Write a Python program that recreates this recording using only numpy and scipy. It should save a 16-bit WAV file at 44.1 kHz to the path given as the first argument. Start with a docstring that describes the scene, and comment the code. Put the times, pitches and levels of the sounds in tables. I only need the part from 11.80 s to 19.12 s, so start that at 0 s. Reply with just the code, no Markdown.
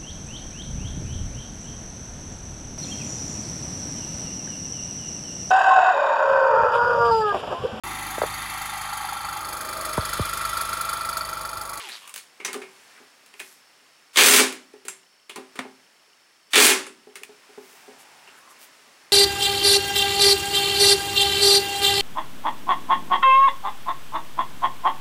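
"""A small workshop: a cordless impact driver works on two bolts of a steel bracket in a bench vice.
The motor coasts down with a sinking whine, the socket clinks on each bolt, and the hammer rattles
in two short, loud bursts that ring the steel and shake the wooden bench. Bumps thud in the bench,
rubber gloves and a sleeve rustle over a faint hiss, and a limiter ducks ahead of the loud blows."""
import sys
import numpy as np
from scipy import signal
from scipy.io import wavfile
from scipy.ndimage import uniform_filter1d

SR = 44100
rng = np.random.default_rng(int(sys.argv[2]) if len(sys.argv) > 2 else 0)


def unload_wav(signal):
    """Save mono or channel-first audio to the path in sys.argv[1] as 16-bit WAV at rate SR, clipped to [-1, 1]."""
    wavfile.write(
        sys.argv[1],
        SR,
        np.round(np.clip(np.atleast_2d(signal).T, -1, 1) * 32767).astype(np.int16),
    )


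N = 322812
TIME = np.arange(N) / SR
BAND_EDGES_HZ = np.geomspace(35, 17500, 25)

# hand movement, three stretches of one curve: t/s, level/dB
HAND_MOTION = [
    [(0.45, -58.5), (0.862, -55.5), (1.116, -53.5), (1.32, -57), (2.28, -59.5)],
    [(2.88, -59.5), (3.484, -64), (3.732, -57), (4.128, -60.5), (4.66, -62)],
    [(5.2, -60), (5.73, -55), (6.02, -52.5), (7.32, -55.5)],
]
# rubbing rubber: f/Hz, density/dB
RUB_SPECTRUM = [(45, -28.5), (120, -7), (330, -2.5), (1100, 0), (2300, 0.5), (3700, -7.5), (6000, -10),
                (15000, -41.5)]
# socket and bracket: f/Hz, level/dB, t60/s
STEEL_MODES = [(1015, -9, .17), (1195, -6, .17), (1324, -8, .15), (1730, -6, .14), (1882, -4, .17),
               (2157, 1, .26), (2298, 0, .2), (2442, -1, .19), (2500, -1, .17), (2728, -1, .17),
               (2920, -4, .14), (3433, -2, .18), (3850, -2, .16), (4096, -4, .2), (4425, -3, .17),
               (5986, -1, .14), (6142, -5, .16), (6550, -7, .17), (7520, -4, .2), (8425, -3, .18),
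               (8873, -4, .18)]
# dense small modes under the hammer: f/Hz, density/dB
HAMMER_SPECTRUM = [(45, -29.5), (130, -48), (260, -4.5), (400, -2.5), (700, -7), (1300, 0), (2400, 1.5),
                   (3500, -2), (5700, -4), (9300, -4), (11300, -12), (15500, -11.5)]
# one burst per bolt: t/s, blow gap/s, build-up/s, drive/s, first force/dB, full force/dB, bench shake/dB
HAMMER_BURSTS = [(2.3586, .0251, .013, 0.21, -17, 0.5, -10.5),
                 (4.7331, .0222, 0.095, 0.14, -11.5, 1, -11.5)]


def from_db(db):
    return 10 ** (np.asarray(db) / 20)


def unit_rms(x):
    return x / np.sqrt(np.mean(x ** 2) + 1e-20)


def curves(rows):
    """Columns after t/s, interpolated to every sample."""
    t_s, *columns = np.transpose(rows)
    return [np.interp(TIME, t_s, column) for column in columns]


def at_hz(points, hz):
    """Interpolate on a log-frequency axis."""
    points_hz, values = np.transpose(points)
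    return np.interp(np.log(hz), np.log(points_hz), values)


def bell_curve(hz, pitch_hz, octaves):
    return np.exp(-(np.log2(hz / pitch_hz) / octaves) ** 2)


def band(x, low_hz, high_hz):
    return signal.sosfilt(signal.butter(2, [low_hz, high_hz], "band", fs=SR, output="sos"), x)


def highpass(x, hz, order):
    return signal.sosfilt(signal.butter(order, hz, "high", fs=SR, output="sos"), x)


def band_noise(low_hz, high_hz):
    return unit_rms(band(rng.standard_normal(N), low_hz, high_hz))


def shaped_noise(spectrum, envelope=lambda hz: 1):
    """Noise with its own envelope in each band."""
    edges = BAND_EDGES_HZ
    centres_hz = np.sqrt(edges[1:] * edges[:-1])
    white = rng.standard_normal((2, N))
    gains = from_db(at_hz(spectrum, centres_hz))
    gains /= np.sqrt(np.sum(gains ** 2 * np.diff(edges)) * 2 / SR)
    return sum(gains[k] * band(white[k % 2] * envelope(hz), edges[k], edges[k + 1])
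               for k, hz in enumerate(centres_hz))


def impulses(t_s, sizes):
    return np.bincount(np.round(np.asarray(t_s) * SR).astype(int), sizes, N)[:N] + 1e-18


def ring(x, hz, t60_s):
    """One mode: a unit impulse starts a decaying unit sine."""
    r, w = from_db(-60 / (t60_s * SR)), 2 * np.pi * hz / SR
    return signal.lfilter([0, np.sin(w)], [1, -2 * r * np.cos(w), r * r], x)


def decay(energy, t60_s):
    return signal.lfilter([1], [1, -from_db(-120 / (t60_s * SR))], energy)


def clang(t_s, level_db, spectrum, tilt_db_oct, knee_hz, tick_db, tick_t60_s, body_t60_s, room_db,
          pitch_hz=1000, lift_db=0):
    """Dense modes merge into noise: a tick, a short ring of the parts, then the room."""
    # workshop reverberation: f/Hz, t60/s
    room_decay = [(150, 0.81), (400, 0.43), (1000, .38), (2500, 0.34), (8000, 0.31), (15000, 0.2)]

    def envelope(hz):
        slope_db = tilt_db_oct * np.log2(max(hz, knee_hz) / 2500)
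        size = from_db(level_db + slope_db + lift_db * bell_curve(hz, pitch_hz, octaves=0.35))
        energy = impulses(t_s, size ** 2)
        tick = decay(impulses(t_s, (size * from_db(tick_db)) ** 2), tick_t60_s)
        room = from_db(room_db) ** 2 * decay(energy, at_hz(room_decay, hz))
        return np.sqrt(tick + decay(energy, body_t60_s) + room)
    return shaped_noise(spectrum, envelope)


def strike(modes, t_s, level_db, scatter_db, colour_db):
    """Each contact excites each mode with random strength and sign."""
    luck = rng.standard_normal((len(t_s), 2, len(modes)))
    sizes = from_db(level_db[:, None] + scatter_db * luck[:, 0]) * np.sign(luck[:, 1])
    return sum(ring(impulses(t_s, sizes[:, k] * from_db(db + colour_db(hz))), hz, t60_s)
               for k, (hz, db, t60_s) in enumerate(modes))


def motor():
    """Two gear tones sink as the motor coasts; loose teeth tick in the tool's nose."""
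    # coasting whine: t/s, f/Hz, level/dB
    coast = [(0, 1179, -42), (.04, 962, -44), (.08, 800, -42.5), (.11, 746, -58), (.2, 604, -91),
             (.3, 500, -130)]
    # gear rattle: t/s, level/dB, centre/Hz
    gears = [(0.0, -32.5, 2640), (0.084, -35.5, 2966), (0.114, -37, 3860), (0.124, -32, 4190),
             (0.162, -35.5, 4130), (0.204, -44, 3210), (0.27, -44, 2940)]
    whine_hz, whine_db = curves(coast)
    phase = 2 * np.pi * np.cumsum(whine_hz * (1 + 0.032 * band_noise(27, 200))) / SR
    whine = from_db(whine_db) * (np.sin(phase) + from_db(-8.5) * np.sin(0.43 * phase))
    rattle_db, centre_hz = curves(gears)
    tooth_cycle = (phase / (2 * np.pi) / 6) % 1
    teeth = rng.standard_normal(N) * (0.45 + np.exp(-8 * tooth_cycle))
    carrier = np.sqrt(2) * np.cos(2 * np.pi * np.cumsum(centre_hz) / SR)
    nose = unit_rms(band(teeth, 17, 520)) * carrier
    rattle = from_db(rattle_db - 7) * (nose + unit_rms(band(teeth, 860, 4800)))
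    return whine + rattle * np.interp(TIME, [0.25, 0.33], [1, 0])


def shop_hiss():
    """Two steady, narrow bands of noise."""
    # hiss: f/Hz, width/Hz, rms/dB
    bands = [(4505, 190, -69.5), (5336, 160, -65.5)]
    return sum(from_db(db) * unit_rms(ring(rng.standard_normal(N), hz, np.log(1000) / (np.pi * width_hz)))
               for hz, width_hz, db in bands)


def rustle():
    """Gloves rub and a sleeve swishes as the hands move."""
    # sleeve: f/Hz, density/dB
    swish_spectrum = [(45, -33), (2000, -5.5), (4500, 3), (9700, 2.5), (11000, -6.5), (15500, -5)]
    motion_db, = curves(np.vstack(HAND_MOTION))
    rub = from_db(motion_db + 2) * shaped_noise(RUB_SPECTRUM)
    swish_db = -61.5 + 0.89 * (motion_db + 58)
    return rub + from_db(swish_db) * shaped_noise(swish_spectrum)


def faint_ticking(hz=2960, rate_hz=30, level_db=-70):
    """Quick, regular pulses of narrow noise."""
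    gate = np.exp(8 * (np.cos(2 * np.pi * rate_hz * TIME) - 1))
    return from_db(level_db) * unit_rms(gate * band_noise(hz - 200, hz + 200))


def glove_brushes():
    """Rubber brushes past in short, grainy swells."""
    # swells: peak t/s, sigma/s, level/dB, centre/Hz, width/oct
    brushes = [(0.095, 0.14, -50.5, 8900, 0.8), (0.264, 0.059, -53.5, 1100, 0.33),
               (0.996, 0.12, -63, 8500, .8), (1.177, .02, -52, 1600, 1.1), (1.676, 0.067, -51, 6940, 1.7),
               (5.925, 0.081, -55, 10400, 2.2), (6.211, .018, -51, 8000, 1.2),
               (6.25, 0.23, -56.5, 820, 0.42), (6.55, 0.042, -53, 1480, 0.44),
               (6.585, 0.017, -57, 9000, .9), (6.693, 0.049, -52.5, 1120, 0.22),
               (6.713, .015, -53, 9000, .9), (6.832, 0.024, -46, 6660, 6.6)]
    grain = from_db(3.2 * band_noise(30, 400))
    out = np.zeros(N)
    for t_s, sigma_s, level_db, hz, octaves in brushes:
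        edge_ratio = 2 ** (octaves / 2)
        noise = band_noise(hz / edge_ratio, min(hz * edge_ratio, BAND_EDGES_HZ[-1]))
        swell = np.exp(-((TIME - t_s) / sigma_s) ** 2 / 2)
        out += from_db(level_db) * unit_rms(noise * grain) * swell
    return out


def socket():
    """The socket knocks on a bolt head, going on and coming off; each spot favours its own modes."""
    # contacts: t/s, level/dB, treble/dB, tick/dB, favoured f/Hz, emphasis of that pitch
    clinks = [(0.087, -23.5, -7.5, 1, 1830, 8), (0.2761, -34.5, -3.5, 15, 1170, 14.5),
              (0.2936, -33.5, -2, 12, 2860, 9), (0.3399, -27.5, -3, 15, 8300, -1.5),
              (0.3603, -25.5, -1, 12.5, 8690, -5), (0.378, -26.5, -3.5, 5, 4420, 9),
              (0.6007, -27, -18, -10, 2260, 10), (0.6482, -12, -8.5, 4, 5720, 13.5),
              (0.679, -22, -20, -4, 2040, 13), (0.7301, -17.5, -7.5, 6, 2670, -11),
              (0.7428, -24, -14, 12, 1190, 12), (0.8178, -25.5, -15.5, 3, 2380, 6.5),
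              (1.4615, -45.5, -1.5, 15, 8400, 4), (1.5393, -38.5, -15, 15.5, 2460, 10.5),
              (1.5953, -33, 0.5, 0, 2560, 15), (1.6, -22.5, -9.5, 9.5, 1750, 10.5),
              (2.725, -26, -5.5, 11, 2320, 8), (2.9344, -42, -14, 10, 1790, 8),
              (3.051, -30, -5.5, -12, 8400, -3), (3.0826, -20.5, -7.5, 10, 7770, 17),
              (3.495, -24, -10.5, 3, 3070, 12.5), (3.5594, -21, -11.5, 10, 1060, 11),
              (3.7553, -26.5, -11.5, -12, 1170, 7), (3.7901, -20, -20.5, 18.5, 1830, 4.5),
              (3.7931, -23.5, -16, 11, 850, 7), (5.0667, -27.5, -12.5, 9, 8000, 17),
              (5.3557, -22.5, -8.5, 6.5, 3100, -5), (5.434, -34, -4, 17.5, 2440, 8),
              (6.4743, -37, -21, 0, 2850, 14)]
    # dense small modes: f/Hz, density/dB
    clink_spectrum = [(45, -42), (110, -26.5), (200, -8), (320, -12), (700, -7.5), (1200, -0.5), (2400, 7),
                      (3500, 4.5), (5300, 2.5), (7500, 6.5), (9500, 10.5), (11500, -1.5), (15500, 2.5)]
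    t_s, level_db, treble_db, tick_db, pitch_hz, emphasis = np.transpose(clinks)
    tilt_db_oct = 0.5 * treble_db

    def colour_db(hz):
        return tilt_db_oct * np.log2(hz / 2500) + 1.73 * emphasis * bell_curve(hz, pitch_hz, octaves=0.16)
    knock = clang(t_s, level_db - 9.5, clink_spectrum, tilt_db_oct, knee_hz=930, tick_db=tick_db,
                  tick_t60_s=0.014, body_t60_s=0.11, room_db=-5.5,
                  pitch_hz=pitch_hz, lift_db=0.5 * emphasis)
    steel = strike(STEEL_MODES, t_s, level_db - 29.5, scatter_db=2, colour_db=colour_db)
    push_db = level_db + np.interp(treble_db, [-12, 0], [-22, -63.5])   # dull contacts are heavier
    wood = bench_ring(t_s, push_db, low_cut_hz=192, pitch_hz=360, lift_db=11)
    return near_echoes(knock) + steel + wood


def near_echoes(x):
    """The bench top and nearby surfaces comb the sound."""
    # reflections: delay/s, gain
    echoes = [(.0023, 0.028), (.0061, -0.042), (.0097, .2), (0.0156, 0.19)]
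    return x + sum(gain * np.interp(TIME - delay_s, TIME, x, left=0) for delay_s, gain in echoes)


def bench_ring(t_s, level_db, low_cut_hz, pitch_hz, lift_db):
    """The board is too small to radiate deep bass; the spot pushed decides which mode leads."""
    # bench and vice: f/Hz, level/dB, t60/s
    bench_modes = [(186, -19, 0.095), (225.8, -9.5, 0.15), (260, -3.5, 0.36), (338.6, -12.5, 0.16),
                   (380.7, -6, 0.37), (419.8, 2.5, 0.2), (443, -12.5, 0.078), (543, -9, 0.2),
                   (640, -10, 0.088), (773, -6.5, 0.22), (850, -9, 0.27)]
    wood = strike(bench_modes, t_s, level_db, scatter_db=1.5,
                  colour_db=lambda hz: lift_db * bell_curve(hz, pitch_hz, octaves=0.2))
    return highpass(wood, low_cut_hz, order=3)


def nudges(count=24):
    """Faint chance touches of the bench, stronger when the hands are busy: t/s, level/dB, f/Hz."""
    when, softness, spot = rng.random((count, 3)).T
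    t_s = (np.arange(count) + when) / count * TIME[-1]
    motion_db = np.interp(t_s, *np.vstack(HAND_MOTION).T)
    return np.transpose([t_s, motion_db - 0.5 - 7 * softness, np.interp(spot, [0, 1], [180, 450])])


def bench_bumps():
    """Soft bumps of tool and hand reach only the low modes."""
    # bumps: t/s, level/dB, favoured f/Hz
    bumps = [(0.749, -30, 420), (0.764, -32, 444), (1.202, -43.5, 330), (2.938, -41.5, 390),
             (3.052, -43, 374), (3.579, -29.5, 320), (3.789, -29.5, 267), (3.85, -32.5, 273),
             (5.271, -41.5, 417), (5.414, -47, 426), (5.492, -42, 430), (5.691, -46, 425),
             (5.777, -33, 457), (6.079, -35.5, 477)]
    t_s, level_db, pitch_hz = np.vstack([bumps, nudges()]).T
    thud = clang(t_s, level_db - 10, RUB_SPECTRUM, tilt_db_oct=-4.5, knee_hz=872, tick_db=-1,
                 tick_t60_s=0.012, body_t60_s=0.04, room_db=-8.5)
    wood = bench_ring(t_s, level_db - 8, low_cut_hz=150.2, pitch_hz=pitch_hz, lift_db=8.5)
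    return wood + band(thud, 145, 1050)


def run_up():
    """Gears whirr for an instant between the trigger and the first blow."""
    offset_s, level_db = [-0.031, -0.027, 0, 0.03], [-140, -51, -37, -140]
    swell = sum(from_db(np.interp(TIME - start_s, offset_s, level_db)) for start_s, *_ in HAMMER_BURSTS)
    return shaped_noise(HAMMER_SPECTRUM, lambda hz: swell * min(hz / 1200, 1))


def blows(start_s, gap_s, build_s, drive_s, first_db, full_db, full_shake_db, count=12):
    """One burst, each blow with a rebound: t/s, force/dB, brightness, shake/dB, bite/dB."""
    spin_up_s, jitter_s, uneven_db = 0.095, 0.0008, 2.5
    sag_db_per_s, release_db_per_s = -16, -330   # the bolt gives; the trigger is let go
    rebound = np.tile([0, 1], count)
    age_s = gap_s * (np.repeat(np.arange(count), 2) + 0.49 * rebound)
    luck = rng.standard_normal((len(age_s), 3))
    speed = np.minimum(age_s / spin_up_s, 1)
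    released_s = np.maximum(age_s - drive_s, 0)
    t_s = start_s + age_s + jitter_s * speed * luck[:, 0]
    # a slow hammer hits as hard on the rebound
    loss_db = -14 * rebound * speed + release_db_per_s * released_s
    force_db = np.interp(age_s, [0, build_s], [first_db, full_db]) + sag_db_per_s * age_s
    force_db += loss_db + uneven_db * luck[:, 1]
    shake_db = np.interp(age_s, [0, 0.045], [-53, full_shake_db])   # the bench starts late
    shake_db += loss_db + uneven_db * luck[:, 2]
    brightness = np.interp(speed, [0, 1], [-1.8, 1.6]) - 260 * released_s
    bite_db = np.interp(speed, [0, 1], [6.5, 1])   # the socket's own pitch rings on a tight bolt
    return np.transpose([t_s, force_db, brightness, shake_db, bite_db])


def hammer():
    """Some 40-45 blows a second ring socket and bracket and shake the bench; the loose socket chatters."""
    t_s, force_db, brightness, shake_db, bite_db = np.vstack([blows(*row) for row in HAMMER_BURSTS]).T
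    crash = clang(t_s, force_db - 2, HAMMER_SPECTRUM, 1.5 * brightness, knee_hz=2930, tick_db=-3,
                  tick_t60_s=0.023, body_t60_s=0.091, room_db=-9, pitch_hz=3240, lift_db=bite_db)
    chatter = from_db(0.88 * band_noise(90, 550))
    steel = strike(STEEL_MODES, t_s, force_db - 22, scatter_db=5,
                   colour_db=lambda hz: 0.6 * brightness * np.log2(max(hz, 2500) / 2500))
    wood = bench_ring(t_s, shake_db - 10, low_cut_hz=108.9, pitch_hz=382, lift_db=4.5)
    return near_echoes(crash * chatter) + steel + wood


def scene():
    tool = hammer() + run_up() + motor()
    handling = socket() + bench_bumps() + glove_brushes()
    background = shop_hiss() + rustle() + faint_ticking()
    return (tool + handling + background)[None]


def limiter(x, threshold_db, release_db_per_s, ahead_s):
    """The gain drops just before a loud blow and recovers after it."""
    level_db = 10 * np.log10(np.abs(uniform_filter1d(x ** 2, size=64)) + 1e-12)
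    over_db = np.maximum(level_db - threshold_db, 0)
    held_db = np.maximum.accumulate(over_db + release_db_per_s * TIME) - release_db_per_s * TIME
    return x * from_db(-np.interp(TIME + ahead_s, TIME, uniform_filter1d(held_db, size=80)))


def record(dry):
    """Small microphone without deep bass, fast limiter, rounded peaks, steep treble cut."""
    thin = highpass(dry[0], hz=110, order=1)
    limited = limiter(thin, threshold_db=-8, release_db_per_s=265.5, ahead_s=0.0022)
    rounded = highpass(1.044 * np.tanh(limited / 1.247), hz=60, order=1)
    cutoff_hz = 15850
    return signal.sosfilt(signal.ellip(12, 0.1, 80, cutoff_hz, fs=SR, output="sos"), rounded)[None]


dry = scene()
out = record(dry)
unload_wav(out)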